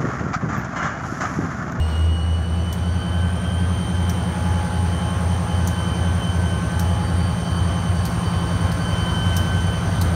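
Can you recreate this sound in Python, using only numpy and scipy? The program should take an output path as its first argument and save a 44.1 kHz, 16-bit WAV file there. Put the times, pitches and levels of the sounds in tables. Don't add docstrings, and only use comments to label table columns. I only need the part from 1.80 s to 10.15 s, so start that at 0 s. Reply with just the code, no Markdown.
import sys
import numpy as np
from scipy import signal
from scipy.io import wavfile

SR = 44100
rng = np.random.default_rng(int(sys.argv[2]) if len(sys.argv) > 2 else 0)


def persist_wave(psi):
    counts = np.round(np.clip(psi, -1, 1) * 32767).astype(np.int16)
    wavfile.write(sys.argv[1], SR, np.atleast_2d(counts).T)


def voltage_ratio(decibels):
    exponent = np.asarray(decibels, float) / 20
    return 10 ** exponent


N = 368229


def in_time(rows):
    s, *columns = np.transpose(rows)
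    return [np.interp(np.arange(N) / SR, s, c) for c in columns]


def rms_one(x):
    return x / np.sqrt(np.mean(x ** 2) + 1e-20)


def drift(rate):
    pole = np.exp(-80 * np.pi * rate / SR)
    noise = rng.standard_normal(N // 40 + 2002)
    slow = signal.lfilter([1], [1, -2 * pole, pole * pole], noise)[2000:]
    return np.interp(np.arange(N) / 40, np.arange(len(slow)), rms_one(slow))


def band(x, low_hz, high_hz):
    return signal.sosfilt(signal.butter(2, [low_hz, high_hz], "band", fs=SR, output="sos"), x)


def tone(turns, db):
    return np.sqrt(2) * voltage_ratio(db) * np.cos(2 * np.pi * turns)


def cranks():
    # time in seconds, speed in turns per second.
    near_speed = [(0.0, 9.9038), (0.3, 10.0697), (0.6, 10.23), (0.9, 10.4154), (1.2, 10.5603),
                  (1.5, 10.6567), (1.8, 10.7087), (2.1, 10.7123), (2.5, 10.6677), (3.0, 10.6375),
                  (3.5, 10.6314), (4.0, 10.6337), (5.0, 10.6101), (6.0, 10.619), (7.0, 10.6192),
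                  (8.35, 10.6113)]
    # time in seconds, speed in turns per second.
    far_speed = [(0.0, 10.3642), (0.3, 10.5128), (0.6, 10.72), (0.9, 10.8417), (1.2, 10.9468),
                 (1.5, 10.9851), (1.8, 11.0017), (2.1, 10.9808), (2.5, 10.9683), (3.0, 10.9658),
                 (3.5, 10.9562), (4.0, 10.9431), (5.0, 10.9371), (6.0, 10.939), (7.0, 10.965),
                 (8.35, 10.94)]
    near = np.cumsum(in_time(near_speed)[0]) / SR - .044
    far = np.cumsum(in_time(far_speed)[0]) / SR - .036
    third = 1.0145 * far + .05
    return near, far, third


def firing(near, far, third):
    # time in seconds, then rms levels in dB of the
    stacks = [(0, -19, -35, -25, -50), (.3, -18, -37, -28, -48), (.7, -22, -38, -34, -46),
              (1, -24, -34, -31, -45), (1.5, -23, -31, -27, -44), (2, -25, -31, -27, -36),
              (2.5, -25, -29, -30, -32), (3, -24, -29, -30, -34), (4, -24.5, -28.5, -29, -33),
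              (5, -26.5, -28, -25.5, -33), (6, -29, -27, -26.5, -34), (7, -36, -27, -31, -33),
              (7.6, -33, -28, -26, -29), (8.35, -30, -29, -25, -30)]
    near_db, double_db, far_db, third_db = in_time(stacks)
    null_s, null_spread_s = 7, .3
    reversal = .45 / (1 + np.exp((null_s - np.arange(N) / SR) / null_spread_s))
    near_firing = tone(8 * near - reversal, near_db) + tone(16 * near, double_db)
    return near_firing + tone(8 * far, far_db) + tone(8 * third, third_db)


def exhaust(turns, orders, waver_db):
    t, out = np.arange(N) / SR, 0
    unloaded_db = -9 * np.exp(-t / 0.49)
    for k, db, db_per_s in orders:
        if k < 12:
            lag = .4 + .6 * (k - 9) + .03 * drift(.15)
        else:
            lag = .045 * (k - 15.5) ** 2
        level_db = db + db_per_s * (t - 4) + waver_db * drift(0.14)
        if k < 19:
            level_db = level_db + unloaded_db
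        out = out + tone(k * turns + lag, level_db)
    return out


def exhausts(near, far, third):
    # multiple of crank speed, rms level in dB at 4 s, trend in dB per second.
    near_orders = [(4, -60, 0), (5, -43, 2), (6, -38, .7), (7, -33.5, -.2), (9, -32.5, 1.3), (10, -36.5, 0),
                   (11, -31.5, .2), (12, -44, 0), (13, -45, -1), (14, -40, 1.4), (15, -39, 1),
                   (17, -33.5, -.8), (18, -39, .3), (19, -50, 0), (21, -47, 0), (22, -45, 0), (23, -50, 0),
                   (24, -54, 0), (25, -49, 0), (26, -54, 0), (30, -54, 0), (36, -53, 0), (37, -56, 0),
                   (40, -53, 0), (43, -54, 0), (44, -53, 0), (49, -53, 0), (54, -54, 0), (70, -54, 0)]
    # multiple of crank speed, rms level in dB at 4 s, trend in dB per second.
    far_orders = [(6, -47, 0), (9, -39, 1.4), (10, -41, 0), (11, -47, 0), (16, -48, -1)]
    # multiple of crank speed, rms level in dB at 4 s, trend in dB per second.
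    third_orders = [(6, -48, 0), (9, -46, 0)]
    out = exhaust(near, near_orders, 1.2)
    return out + exhaust(far, far_orders, 1.5) + exhaust(third, third_orders, 1.5)


def passing(line, more=()):
    (db, db_per_s), spots = line
    t = np.arange(0, N + 64, 64) / SR
    level_db = db + db_per_s * (t - 4)
    for s, half_width_s, gain_db in [*spots, *more]:
        level_db = level_db + gain_db * np.exp(-((t - s) / half_width_s) ** 2)
    return np.interp(np.arange(N) / SR, t, level_db)


def flutter(turns, db, scatter, rate):
    direct = (1 + scatter * drift(rate)) * tone(turns, db)
    scattered = scatter * drift(rate) * tone(turns + 1 / 4, db)
    return (direct + scattered) / np.sqrt(1 + 2 * scatter ** 2)


def machinery(near, far, third):
    # time in seconds, half width in seconds, gain in dB.
    mesh_1 = (-42.5, 0.78), [(.4, .12, -12), (.8, 0.26, -15), (1.39, 0.12, 7), (1.99, 0.086, -8),
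              (2.39, 0.11, -14), (3.18, 0.1, -8), (3.58, .12, -15.5), (5.17, 0.1, -16), (5.57, 0.15, -12),
              (6.2, 0.62, -3), (7.4, 0.46, 3)]
    mesh_2 = (-39.5, 0.11), [(7.38, 0.32, 6), (4.48, 0.099, 4), (1.5, 0.16, -2.5), (2.8, 0.53, -6),
              (5.33, 0.4, -7)]
    mesh_3 = (-54, 0.81), [(1.25, .2, 4), (1.6, 0.15, -11), (2.19, .12, -9), (3.4, 0.26, -6),
              (4.37, 0.11, -11), (4.77, 0.16, -9), (5.35, 0.17, 6.5), (5.77, 0.17, 6.5), (6.3, 0.25, 6),
              (7.0, 0.29, 6.5), (7.65, 0.18, -5)]
    mesh_4 = (-52.5, 0.46), [(.5, 0.44, -7), (1.52, 0.27, -13), (2.39, 0.14, -11), (3.2, 0.46, -4),
              (5.37, 0.2, -10), (6.55, .25, -7), (7.36, .12, -6)]
    far_mesh = (-51, .1), [(.67, 0.27, -9), (1.85, 0.36, 7.5), (3.2, .4, -1), (6.5, .3, -8)]
    # time in seconds, half width in seconds, gain in dB.
    clutch = (-51, .1), [(.2, .35, -17), (2.0, .2, -18), (4.68, .2, -11), (6.1, 0.28, 4), (7.4, 0.54, -6)]
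    pump = (-45.5, .1), [(.6, .9, -4), (2.9, 0.47, 10.5), (3.8, 0.56, 6.5), (5.15, 0.32, 8), (6.35, .2, -4),
            (7.35, 0.16, -10), (8.2, 0.35, -16)]
    idler = (-44, 0.12), [(.5, .6, -8.5), (2.1, .5, -21), (3.34, 0.079, 6.5), (5.0, 0.12, -6),
             (6.68, 0.23, 2), (8.2, .3, -7)]
    blower = (-66, .1), [(1.67, .2, 6), (3.85, 0.36, 16), (4.68, .2, 9), (6.55, 0.32, 25),
              (7.3, 0.34, 28.4), (8.2, .3, 15)]
    # time in seconds, half width in seconds, gain in dB.
    nulls = [(.09, 0.025, -16.5), (.61, 0.042, -6.5), (.7, 0.027, -9), (.83, 0.025, -9), (1.0, 0.044, -10),
             (1.14, 0.044, -23), (1.53, .04, -10), (1.64, .04, -11), (1.87, 0.1, -8), (2.58, .04, -13),
             (2.87, 0.048, -12), (3.05, 0.049, -10), (3.43, .06, -18), (3.63, 0.052, -20),
             (3.84, 0.071, -9), (4.35, .04, -16), (4.59, 0.053, -19), (4.88, 0.074, -13), (5.34, .07, -7),
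             (5.59, 0.038, -1), (5.88, .06, -5), (6.03, 0.019, -11), (6.15, 0.039, -13), (6.28, 0.16, -9),
             (6.73, 0.15, -5), (6.99, 0.053, -8), (8.09, 0.072, -15), (8.23, 0.024, -15),
             (8.35, 0.081, -19.5)]
    # multiple of crank speed, rms level in dB at 4 s, trend in dB per second.
    faint_shafts = [(31.75, -47, 0), (47.6, -49, 0), (63.5, -48.5, .5), (113, -50, 0), (158, -54, 0),
                    (554.5, -64, .7), (564.5, -65, .8), (721.4, -69, 1)]

    teeth = 144.25
    out = flutter(2 * teeth * near, passing(mesh_2, nulls), 0.24, 28)
    for k, line in ((1, mesh_1), (3, mesh_3), (4, mesh_4)):
        out += flutter(teeth * k * near, passing(line), .2 + .1 * k, 7 * k)
    out += flutter(2 * teeth * far, passing(far_mesh), .9, 16)
    out += flutter(2 * teeth * third, -61, .7, 8)
    geared = ((282.2, clutch, .8, 14), (79, pump, .35, 9), (100.8, idler, .25, 8), (95.1, blower, .3, 6))
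    for contacts, line, scatter, rate in geared:
        out += flutter(contacts * near, passing(line), scatter, rate)
    since = np.arange(N) / SR - 4
    for k, db, db_per_s in faint_shafts:
        out += flutter(k * near, db + db_per_s * since, .6, 4)
    return out


def turbo(far, core_hz=130, skirt_hz=480):
    spool_mid_s, spool_s = 1.47, 0.13
    db = -45 - 5.5 / (1 + np.exp((np.arange(N) / SR - spool_mid_s) / spool_s))
    angle = 2 * np.pi * 817.3 * far
    wobble = rng.standard_normal((2, N))
    wobble = signal.sosfilt(signal.butter(1, core_hz, fs=SR, output="sos"), wobble)
    wobble = signal.sosfilt(signal.butter(2, skirt_hz, fs=SR, output="sos"), wobble)
    return voltage_ratio(db) * rms_one(wobble[0] * np.cos(angle) + wobble[1] * np.sin(angle))


def drain_valve(open_s=.002, echo_s=.010, echo_db=-14, tail_db=-13, tail_t60=.3):
    # start in seconds, peak level in dB, low jet level in dB, low jet centre in Hz,
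    # blow-off time to -60 dB in seconds.
    spits = [
        (0.926, -29, -3, 6000, 0.022),
        (2.2943, -28.5, 4, 5700, 0.022),
        (3.873, -26.5, 3.5, 6200, 0.018),
        (4.994, -25, 2, 5680, 0.017),
        (6.252, -25, 2, 4660, 0.018),
        (6.9165, -33, 4, 4700, 0.019),
        (7.5649, -21.5, 0, 5600, 0.032),
        (8.2126, -23.5, 0, 4370, 0.024),
    ]
    t, out = np.arange(round(.4 * SR)) / SR, np.zeros(N + SR)
    for s, db, low_db, low_hz, t60 in spits:
        noise = rng.standard_normal((3, len(t)))
        jet = rms_one(band(noise[0], 8900, 14600)) + rms_one(band(noise[2], 3000, 9600))
        jet += voltage_ratio(low_db) * rms_one(band(noise[1], 0.91 * low_hz, 1.106 * low_hz))
        blow = voltage_ratio(-60 * np.maximum(t - open_s, 0) / t60)
        blow += voltage_ratio(echo_db) * np.interp(t - echo_s, t, blow, left=0)
        tail = voltage_ratio(tail_db - 60 * t / tail_t60)
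        shape = np.minimum(t / open_s, 1) * (blow + tail)
        at = round(s * SR)
        out[at:at + len(t)] += voltage_ratio(db - 7.0) * jet * shape
    return out[:N]


def coloured(spectrum, patchy_db):
    hz, db = np.transpose(spectrum)
    edges = np.geomspace(hz[0], hz[-1], round(4 * np.log2(hz[-1] / hz[0])))
    white, together, out = rng.standard_normal((2, N)), drift(10), 0
    for k, (low, high) in enumerate(zip(edges, edges[1:])):
        level_db = np.interp(np.log(low * high) / 2, np.log(hz), db)
        flicker_db = patchy_db * (0.12 * together + drift(10.7))
        out = out + voltage_ratio(level_db + flicker_db) * band(white[k % 2], low, high)
    return out


def air():
    # frequency in Hz, level in dB per Hz.
    roar_colour = [(28, -30), (45, -18), (60, -7), (110, -11), (200, -7), (280, -8), (430, -12), (700, -10),
                   (1500, -15), (2000, -22), (3500, -28), (5000, -36)]
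    # frequency in Hz, level in dB per Hz.
    hiss_colour = [(2500, -16.5), (4500, 1.5), (5000, 3), (6050, 2), (6600, -4.5), (7600, -4.5), (9500, -4),
                   (11500, -13), (16500, -13)]
    # time in seconds, gain in dB.
    load = [(0.0, -3.5), (0.11, -0.5), (0.3, -3.5), (0.56, -4), (1.0, -2.5), (2.5, 0.5), (3.4, 1.1),
            (4.5, 0.9), (6.1, 0.7), (6.42, 2), (6.6, 1.5), (7.5, 3), (7.88, 2), (8.35, 2.5)]
    load_db, = in_time(load)
    roar, hiss = coloured(roar_colour, patchy_db=1.22), coloured(hiss_colour, patchy_db=0.94)
    roar /= np.std(band(roar, 250, 2600))
    hiss /= np.std(band(hiss, 10800, 15500))
    return voltage_ratio(-33 + load_db) * roar + voltage_ratio(-60.5 + 1.48 * load_db) * hiss


def scene():
    # centre in Hz, width in Hz, depth in dB.
    notches = [
        (4950, 450, -6),
        (10400, 800, -9),
    ]
    near, far, third = cranks()
    out = firing(near, far, third) + exhausts(near, far, third) + machinery(near, far, third)
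    out = out + turbo(far) + drain_valve() + air()
    for hz, width_hz, depth_db in notches:
        dip = signal.lfilter(*signal.iirpeak(hz, hz / width_hz, fs=SR), out)
        out = out - (1 - voltage_ratio(depth_db)) * dip
    return out[None]


def top_cut(x):
    return signal.sosfilt(signal.butter(12, 16490, fs=SR, output="sos"), x)


def record(dry):
    mix = signal.sosfilt(signal.ellip(10, .3, 36, 15800, fs=SR, output="sos"), dry)
    return top_cut(mix)


dry = scene()
out = record(dry)
persist_wave(out)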